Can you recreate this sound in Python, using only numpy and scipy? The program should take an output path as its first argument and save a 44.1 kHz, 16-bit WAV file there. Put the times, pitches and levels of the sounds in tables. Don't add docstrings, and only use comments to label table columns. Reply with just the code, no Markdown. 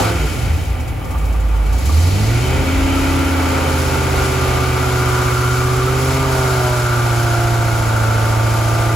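import sys
import numpy as np
from scipy import signal
from scipy.fft import rfft, irfft, next_fast_len
from scipy.io import wavfile
from scipy.ndimage import uniform_filter1d

SR = 44100
rng = np.random.default_rng(int(sys.argv[2]) if len(sys.argv) > 2 else 0)


def file_out(sig):
    cols = np.atleast_2d(sig).T
    lim = np.clip(cols, -1, 1)
    pcm = np.round(lim * 32767).astype(np.int16)
    wavfile.write(sys.argv[1], SR, pcm)


N = 394694
FFT = next_fast_len(N)
T, HZ = np.arange(N) / SR, np.fft.rfftfreq(FFT, 1 / SR)

# time in seconds, firing rate in Hz (eight firings a cycle).
FIRING_RATE = [(0, 165), (0.08, 172), (0.15, 173), (0.25, 146), (0.38, 123), (0.56, 99), (0.82, 79.5),
               (0.98, 67.0), (1.15, 56.5), (1.35, 54.0), (1.68, 50.8), (1.92, 74.7), (2.2, 103.0),
               (2.37, 119.0), (2.55, 129.8), (2.8, 135.9), (3.2, 135.8), (4.0, 129.2), (4.5, 125.6),
               (5.0, 123.6), (5.4, 122.9), (5.8, 125.6), (6.05, 130.9), (6.2, 132.9), (6.4, 129.1),
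               (6.7, 123.0), (7.0, 119.2), (7.29, 116.4), (7.5, 116.0), (7.8, 113.2), (8.07, 110.6),
               (8.95, 114.2)]
TONES = (8, 16, 20, 24, 32, 40, 44, 48, 56, 64, 58, 84, 3, 4, 5, 6, 7, 9, 11, 17, 18, 19, 22, 27, 28)
# light running in dB, under load in dB, drift as the brake slackens in dB per
# second, left minus right in dB. Standing waves and the curves below add to the levels.
TONE_DB = [(-14.5, -16.5, 0, -2), (-32, -32.5, -0.27, 3), (-65, -34, -2.5, -6.5), (-44, -37.5, 0.03, -2),
           (-63, -43, -1.14, -4), (-51.5, -56.5, 0.46, -1), (-65, -61.5, 0.4, 12), (-70, -48, -0.42, -2),
           (-77, -50, -1.24, 3), (-71, -54.5, -0.04, 4), (-72, -60, 0.3, 4), (-84, -59.5, 1.5, 2),
           (-26, -27, 1.2, -5), (-16, -34.5, 1.3, -6), (-38, -16.5, -1.8, -2), (-19, -33, 0.5, 2),
           (-31, -25, -1.5, -3), (-45, -35, -0.5, -10), (-50, -40, -0.36, -2), (-48, -32.5, -0.5, 0),
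           (-46, -29, -2, -1), (-47, -31, -1.5, -1), (-51, -38, 0.23, -1), (-57, -38, 0.26, -1),
           (-55, -38, -0.1, -1)]
# time in seconds, gain of the firing family in dB.
FIRING_GAIN = [(0.05, -0.5), (0.18, -0.5), (0.25, 5), (0.31, -14), (0.38, -3.5), (0.46, -2), (0.54, -13),
               (0.62, -14), (0.72, -11), (0.83, -8), (0.92, -17), (1.02, -16), (1.1, -9), (1.2, -2.5),
               (1.75, 2), (1.9, 0.5), (2.1, 2), (2.3, 4.5), (2.5, 3.5), (2.65, 4)]
# centre in Hz, nominal width in Hz, strength in dB
FIRING_STANDING = [(54, 16, 0.5), (81.3, 22.6, 4), (114, 50, -5.5), (177, 14, -33), (205.8, 17.2, 5),
                   (271.6, 13.5, 8), (348.8, 15, 5), (381.3, 38.5, 10.5), (437, 23, 10), (523.4, 35, 9.5),
                   (616.7, 22.5, 9.5), (648, 20, 6.5), (693.5, 26, 13), (745, 17, 10), (826, 12, 12),
                   (892, 83, 10.5), (985, 15, 14), (1178, 53, 11.5)]
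LOPE_STANDING = [(57, 11, -7.5), (69, 5.8, -5), (82.6, 22.3, -0.5), (107.2, 3.8, -6.5)]
BETWEEN_STANDING = [(137, 68, 0), (171, 9.9, -0.7), (266, 25, 0.58), (309.6, 25, 0), (375, 18, -2),
                    (435, 31, 0)]
# centre in Hz, width in Hz.
NULLS = [(64, 1), (134.8, 7.3), (410, 28)]

LOPE_DB = (9, 4, 0.5, 1, 2, 1.5, 1, -2.5)
HIGH_LOPE_DB = (5.5, 0, 0, 0, 5, -2, 1.5, 1.5)
# time in seconds, then rumble, roar, rasp and valve gear in dB,
# each before the fixed trim of its layer.
LOAD = [(0.0, -11, -14.5, -37, -29), (0.07, -37, -25.5, -25.5, -32.5), (0.15, -24, -28.5, -33, -38),
        (0.35, -18.5, -31, -40.5, -38.5), (0.65, -23, -35.5, -48, -42), (0.74, -25, -36, -46, -49),
        (0.97, -21.5, -38, -49, -55), (1.3, -23.5, -38.5, -45, -52), (1.6, -28, -37.5, -43.5, -50.5),
        (1.9, -20, -33.5, -46, -35), (2.3, -20.5, -29, -38.5, -36), (2.6, -16, -27, -35, -36.5),
        (3.4, -20.5, -25.5, -28.5, -36), (4.2, -20.5, -23.5, -28, -34), (5.5, -28, -27.5, -24.5, -33),
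        (6.2, -23, -25.5, -27, -33), (6.7, -27, -27, -24.5, -32.5), (7.6, -20, -27.5, -28.5, -35),
        (8.3, -29, -27.5, -28.5, -34.5), (8.95, -21, -26.5, -30.5, -35.5)]
# time in seconds, gas noise in dB before each layer's share.
GAS_NOISE = [(0, -1), (0.3, -2), (0.6, 0), (1.2, -13), (2.2, -1), (4.3, -2), (6.2, -1), (7, 0.5), (8.95, 0)]
# centre in Hz, nominal width in Hz, relative strength in dB.
BOOM_MODES = [(54.4, 20, 1.5), (86.5, 4.2, -1), (115.6, 4.9, -1.5), (146, 19.3, -8.5)]
GROWL_MODES = [(156, 13, -7), (174, 10, -1), (220, 12, -5), (254.5, 15, 8), (273, 31, 3), (309, 36, 4),
               (346, 57, -3), (374, 21, 2.5), (458, 17, 0)]
ROAR_MODES = [(492, 360, 1.5), (616, 120, -1), (715, 85, 2.5), (780, 99, -0.5), (889, 108, 3.5),
              (940, 51, -10)]
RASP_MODES = [(1010, 54, -0.5), (1188, 85, 4), (1240, 40, -5)]
UPPER_RASP_MODES = [(1327, 27, -1.5), (1377, 22, 4), (1420, 20, 0.5), (1500, 89, -3), (1626, 77, -11)]
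# time in seconds, level in dB.
UPPER_RASP_DB = [(0, 2.5), (0.5, 2), (1.1, -7), (1.8, -1), (2.5, 2), (4.5, -0.5), (5.3, -1), (5.95, -2),
                 (6.3, 2), (6.7, 1.5), (7.3, 3), (7.7, 1.5), (8.05, 4.5), (8.5, 2.5), (8.95, 4)]
# centre in Hz, nominal width in Hz, relative strength in dB.
BLOCK_MODES = [(1994, 42, -2.5), (2268, 49, 2.5), (2506, 16, 0.5), (3072, 39, 0), (2310, 1160, -5)]
BLURRED_BLOCK_MODES = [(1990, 85, -2), (2176, 55, 1), (2293, 85, 0), (2470, 33, -8), (3080, 85, -4.5),
                       (2460, 1450, -5.5)]
# frequency in Hz, relative spectral density in dB.
VALVE_COLOUR = [(3000, -10), (3600, -2), (5000, 1), (5800, -0.5), (6700, 0.5), (8000, -2), (9000, -4),
                (10500, -0.5), (12000, -6), (14000, -6), (15700, -15.5)]
# time in seconds, level in dB.
SNARL_DB = [(0, -46), (0.1, -38), (0.15, -79), (1.7, -70), (1.85, -50), (2.05, -47), (2.25, -43),
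            (2.6, -64), (3, -70)]
# centre in Hz, nominal width in Hz, relative strength in dB.
SNARL_MODES = [(4100, 380, 0), (4450, 510, 0), (2550, 250, -8)]

# start in seconds, peak in dB, pitch in Hz.
BARKS = [(2.9066, -27, 1280), (2.969, -21, 1310), (3.0577, -21, 1420), (3.2703, -25, 1430),
         (3.388, -26, 1320), (3.4773, -29, 1500), (3.9412, -23, 1372), (4.1797, -20, 1420),
         (4.4587, -25, 1190), (4.8297, -21, 1360), (4.9105, -24, 1420), (4.969, -20.5, 1400),
         (5.0682, -22, 1220), (5.1689, -17.5, 1360), (5.3121, -21, 1370), (5.363, -16, 1380),
         (5.4289, -18, 1380), (5.4942, -19, 1390), (5.5526, -20, 1480), (5.6104, -21, 1175),
         (5.6738, -20, 1190), (5.7496, -22, 1304), (5.8143, -17, 1190), (5.8753, -16, 1320),
         (6.2455, -23, 1190), (6.3667, -21, 1420)]
# middle in seconds, peak in dB, pitch in Hz, length in seconds.
THUMPS = [(0.15, -14, 74, 0.06), (0.235, -13, 56, 0.11), (0.46, -16, 55, 0.06), (0.54, -11.5, 80.4, 0.11),
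          (0.72, -14, 56.3, 0.08), (0.79, -20, 79, 0.07), (0.86, -15.5, 62, 0.06), (1.19, -15, 56, 0.08),
          (0.09, -30, 262, 0.12), (0.24, -27, 291, 0.088), (0.62, -30.5, 292, 0.08),
          (0.78, -30, 255, 0.099), (1.11, -32, 254, 0.1)]
# start in seconds, level in dB before the swell and fall.
TICKS = [(0.7194, -39), (0.7994, -31), (0.8759, -31), (1.042, -33), (1.1054, -31), (1.1777, -33),
         (1.2501, -31), (1.3229, -33), (1.3982, -34), (1.4794, -36), (1.5554, -34), (1.6566, -32),
         (1.725, -27), (1.7794, -26), (1.8537, -22)]
# start in seconds, level in dB before the swell and fall.
RATTLES = [(1.0111, -31), (1.0475, -36), (1.1074, -28), (1.1378, -27), (1.2096, -31), (1.3364, -29),
           (1.4127, -36), (1.5274, -29), (1.5698, -31), (1.719, -28), (1.7809, -32), (1.8861, -23),
           (1.9639, -27)]
# centre in Hz, nominal width in Hz, relative strength in dB.
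RATTLE_MODES = [(1150, 60, -2), (1190, 60, -4), (890, 83, -2)]
# frequency in Hz, level in dB before a slight waver.
HUM = [(150.7, -41.5), (517, -46), (775, -46), (845, -50.5)]

# frequency in Hz, then likeness (held to 0-1),
# lead of the left in radians, or left minus right in dB.
PORT_LIKENESS = [(60, 1), (130, 0.5), (290, 0.85), (600, 0), (1400, 0.68), (3100, 0.64), (5500, 0.37),
                 (7000, 0.67), (9000, 3.55), (15000, 1.3)]
PORT_LEAD = [(0, 0), (1120, .5), (2070, 0), (3100, .8), (3880, .3), (7050, 0), (9150, -3.14),
             (11250, -6.28), (13450, -9.42), (15500, -12.57)]
PORT_PAN = [(60, 1), (110, 1.5), (200, 5.5), (380, -4.5), (700, -0.5), (1290, 0.5), (2380, 0), (4400, 3),
            (8120, 0), (15000, 0)]

IDLE_ROAR_DB, FULL_ROAR_DB = -38, -26
BRAKE_SLACKENS_S = 1.95
GROWL_DB, BLOCK_DB = (-46, -27.5, -1.6), (-41.5, -29, -0.69)
LIFT_S, LIFT_DB = (0.14, 0.22), 3
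NULLS_FILL_S = 4.8, 4.95
CLEAR_S, CLEAR_DB, FIFTH_CLEAR_DB = (6, 6.1), 8, 6
WHINE_S, WHINE_DB = (7.7, 9.2), 9
SMOOTH_S, SMOOTH_DB = (6, 7.2), -14
DEAD_HZ, DEAD_WIDTH_HZ, DEAD_S = 199, 23, (4.7, 7)
STEADY_S, STEADY_DB = (6, 6.8), -5
BLUR_S = 3.4, 4.8
BARK_S = 0.018
CRACKLE_PER_S, CRACKLE_FADE_S, CRACKLE_DB = 180, 0.15, -30
TOP_HZ = 15750


def tones(turn, levels_db):
    total = 0
    for k, db, (*_, pan) in zip(TONES, levels_db, TONE_DB):
        waver_db = (0.5 + 0.01 * k) * walk(8)
        sides_db = np.array([[pan], [-pan]]) / 2
        sine = np.sin(2 * np.pi * (k * turn + rng.random()))
        total = total + np.sqrt(2) * undb(db + waver_db + sides_db) * sine
    return total


def tone_levels(cycle_hz, load):
    t, cycle_hz, load = T[::64], cycle_hz[::64], load[::64]
    pulled = np.clip(t - BRAKE_SLACKENS_S, 0, None)
    null_depth = np.interp(t, NULLS_FILL_S, (1, 0))
    clear = np.interp(t, CLEAR_S, (0, 1))
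    levels_db = []
    for k, (light_db, loaded_db, drift, _) in zip(TONES, TONE_DB):
        hz = k * cycle_hz
        db = light_db + load * (loaded_db - light_db) + drift * pulled
        if k < 8:
            db = db + standing(hz, LOPE_STANDING) + LIFT_DB * np.interp(t, LIFT_S, (1, 0))
        elif k % 8 and k < 30 and k != 20:
            db = db + standing(hz, BETWEEN_STANDING)
        else:
            db = db + standing(hz, FIRING_STANDING) + np.interp(t, *np.transpose(FIRING_GAIN))
            db = db + ((k >= 40) * CLEAR_DB + (k == 40) * FIFTH_CLEAR_DB) * clear
            db = db + (k == 84) * WHINE_DB * np.interp(t, WHINE_S, (-1, 0))
            for null_hz, width in NULLS:
                cut_db = 10 * np.log10(1 + width ** 2 / ((hz - null_hz) ** 2 + 0.22))
                db = db - null_depth * cut_db
        levels_db.append(np.interp(T, t, db))
    return levels_db


def standing(hz, modes):
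    power = sum(undb(2 * db) / (1 + (2 * (hz - centre) / width) ** 2) ** 1.595
                for centre, width, db in modes)
    return 10 * np.log10(power)


def engine(turn, rumble_db, growl_db, roar_db, rasp_db, block_db, valve_db):
    wave = cycle(turn + 0.0013 * walk(12))
    orders = cell(wave, t60=0.38, wet=0.81)
    low_orders = cell(wave, t60=0.31, wet=0.78)
    gas = undb(curves(GAS_NOISE)[0])
    beat = np.exp(-(2 * turn % 1) / .25)
    gas_sound = exhaust_lows(orders, low_orders, gas, rumble_db, growl_db) + roar(orders, gas, roar_db)
    metal_sound = block(beat, block_db) + valves_and_snarl(beat, valve_db)
    small_sounds = ticks() + intake_hiss() + rattle() + crackle()
    return gas_sound + rasp(orders, beat, rasp_db) + metal_sound + small_sounds


def cycle(turn, count=300):
    k = np.arange(count)
    db = np.where(k < 40, np.take(LOPE_DB, k % 8), np.take(HIGH_LOPE_DB, k % 8))
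    size = undb(db) * ~np.isin(k, TONES + (0, 1, 2))
    phases = np.exp(2j * np.pi * rng.random((2, count)))
    shapes = irfft(size * phases, 4096)
    place = np.arange(4096) / 4096
    return unit(np.array([np.interp(turn % 1, place, shape, period=1) for shape in shapes]))


def cell(x, t60, wet):
    t = np.arange(SR // 2) / SR
    tail = rng.standard_normal((2, len(t))) * np.exp(-np.log(1000) * t / t60)
    tail *= wet / np.sqrt(np.sum(tail ** 2, axis=1, keepdims=True))
    return unit(x + signal.fftconvolve(x, tail, axes=1)[:, :N])


def exhaust_lows(orders, low_orders, gas, rumble_db, growl_db):
    lumps_db = 1.0 * walk(5.2)
    low_gas = 1.2 * gas * noise() * undb(lumps_db + np.interp(T, SMOOTH_S, (0, SMOOTH_DB)))
    boom = ring(low_orders + low_gas, BOOM_MODES) * undb(rumble_db - 5.0)
    growl = ring(orders + 1.22 * gas * noise(), GROWL_MODES) * undb(growl_db - 1.0)
    lows = boom + growl
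    dead_band = signal.lfilter(*signal.iirpeak(DEAD_HZ, DEAD_HZ / DEAD_WIDTH_HZ, SR), lows)
    return lows - np.interp(T, DEAD_S, (0, 1)) * dead_band


def roar(orders, gas, roar_db):
    return ring(orders + 1.9 * gas * noise(), ROAR_MODES) * undb(roar_db - 0.5 + 1.3 * walk(8))


def rasp(orders, beat, rasp_db):
    gas = 2.4 * noise() * undb(np.interp(T, STEADY_S, (0, STEADY_DB)))
    grit = (orders + gas) * (1 + 0.59 * beat)
    lower = ring(grit, RASP_MODES) * undb(0.8 * walk(11))
    upper = ring(grit, UPPER_RASP_MODES) * undb(curves(UPPER_RASP_DB)[0] + 1.0 * walk(7))
    return (lower + upper) * undb(rasp_db - 3.0)


def block(beat, block_db):
    knock = noise() * (1 + 0.048 * beat)
    blur = np.interp(T, BLUR_S, (0, 1))
    rings = (1 - blur) * ring(knock, BLOCK_MODES) + blur * ring(knock, BLURRED_BLOCK_MODES)
    return rings * undb(block_db + 2.5 + 0.4 * walk(8))


def valves_and_snarl(beat, valve_db):
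    flicker_db = 0.62 * walk(7.6) + 0.36 * walk(22) + 0.44 * walk(40)
    sizzle = noise() * (1 + 0.33 * beat) * undb(flicker_db)
    colour = undb(over_hz(VALVE_COLOUR)) * (HZ > 2800)
    valves = unit(irfft(rfft(sizzle, FFT) * colour, FFT)[:, :N]) * undb(valve_db + 3.5)
    snarl = ring(sizzle, SNARL_MODES) * undb(curves(SNARL_DB)[0])
    return valves + snarl


def barks():
    return swells([(s + BARK_S / 2, db, hz, BARK_S) for s, db, hz in BARKS])


def thumps():
    return swells(THUMPS)


def ticks():
    bright = signal.butter(1, (4500, 12000), "band", fs=SR, output="sos")
    return bursts(TICKS, rise=0.0051, fall=0.014) * unit(signal.sosfilt(bright, noise()))


def intake_hiss():
    band = signal.butter(1, (8000, 14000), "band", fs=SR, output="sos")
    return undb(-45.5 + 1.5 * walk(8.6)) * unit(signal.sosfilt(band, noise()))


def rattle():
    return ring(noise(), RATTLE_MODES) * bursts(RATTLES, rise=0.0067, fall=0.027)


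def crackle():
    pops = (rng.random(N) < CRACKLE_PER_S / SR) * undb(2.0 * rng.exponential(size=N))
    puff = signal.lfilter([1], [1, -np.exp(-1 / (0.0012 * SR))], pops)
    puff = puff * np.exp(-T / CRACKLE_FADE_S)
    band = signal.butter(1, (900, 6000), "band", fs=SR, output="sos")
    return undb(CRACKLE_DB) * puff * unit(signal.sosfilt(band, noise()))


def extractor():
    return sum(np.sqrt(2) * undb(db + 1.6 * walk(7.9)) * np.sin(2 * np.pi * (hz * T + rng.random()))
               for hz, db in HUM)


def ports(paths):
    a, b = rfft(paths, FFT)
    alike = np.clip(over_hz(PORT_LIKENESS), 0, 1)
    same = np.sqrt((1 + alike) / 2) * a
    apart = np.sqrt((1 - alike) / 2) * b
    half = np.exp(.5j * np.interp(HZ, *np.transpose(PORT_LEAD))) * undb(over_hz(PORT_PAN) / 2)
    return irfft(np.array([(same + apart) * half, (same - apart) / half]), FFT)[:, :N]


def undb(db):
    return 10 ** (np.asarray(db) / 20)


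def unit(x):
    return x / np.sqrt(np.mean(x ** 2))


def noise():
    return rng.standard_normal((2, N))


def walk(rate):
    k = int(SR / rate)
    steps = np.repeat(rng.standard_normal(N // k + 1), k)
    return 1.3 * uniform_filter1d(uniform_filter1d(steps, k), k)[:N]


def curves(table):
    s, *columns = np.transpose(table)
    return [np.interp(T, s, column) for column in columns]


def over_hz(table):
    hz, value = np.transpose(table)
    return np.interp(np.log(HZ + 20), np.log(hz + 20), value)


def ring(x, modes):
    power = 0
    for hz, width, db in modes:
        detune = (HZ ** 2 - hz ** 2) / (width * HZ + 1e-9)
        power = power + undb(2 * db) / (1 + detune ** 2) ** 1.332
    return unit(irfft(rfft(x, FFT) * np.sqrt(power), FFT)[:, :N])


def bursts(events, rise, fall):
    t = T[::16]
    envelope = 0
    for s, db in events:
        after = np.clip(t - s, 0, None)
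        envelope = envelope + undb(db) * (1 - np.exp(-after / rise)) * np.exp(-after / fall)
    return np.interp(T, t, envelope)


def swells(events):
    out, phases = np.zeros(N), rng.random(len(events))
    for (s, db, hz, length), phase in zip(events, phases):
        near = slice(int((s - 2 * length) * SR), int((s + 2 * length) * SR))
        t = T[near] - s
        out[near] += undb(db) * np.exp(-(2 * t / length) ** 2) * np.sin(2 * np.pi * (hz * t + phase))
    return out


def scene():
    cycle_hz = curves(FIRING_RATE)[0] / 8
    turn = np.cumsum(cycle_hz) / SR
    rumble_db, roar_db, rasp_db, valve_db = curves(LOAD)
    load = np.clip((roar_db - IDLE_ROAR_DB) / (FULL_ROAR_DB - IDLE_ROAR_DB), 0, 1)
    pulled = np.clip(T - BRAKE_SLACKENS_S, 0, None)

    def follow(idle_db, loaded_db, per_s):
        return idle_db + load * (loaded_db - idle_db) + per_s * pulled

    body = engine(turn, rumble_db, follow(*GROWL_DB), roar_db, rasp_db, follow(*BLOCK_DB), valve_db)
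    strong_orders = tones(turn, tone_levels(cycle_hz, load))
    return strong_orders + ports(body) + barks() + thumps() + extractor()


def record(dry):
    low_cut = signal.butter(4, 38, "high", fs=SR, output="sos")
    top_cut = signal.ellip(10, .2, 80, TOP_HZ, fs=SR, output="sos")
    return signal.sosfilt(top_cut, signal.sosfilt(low_cut, dry))


dry = scene()
out = record(dry)
file_out(out)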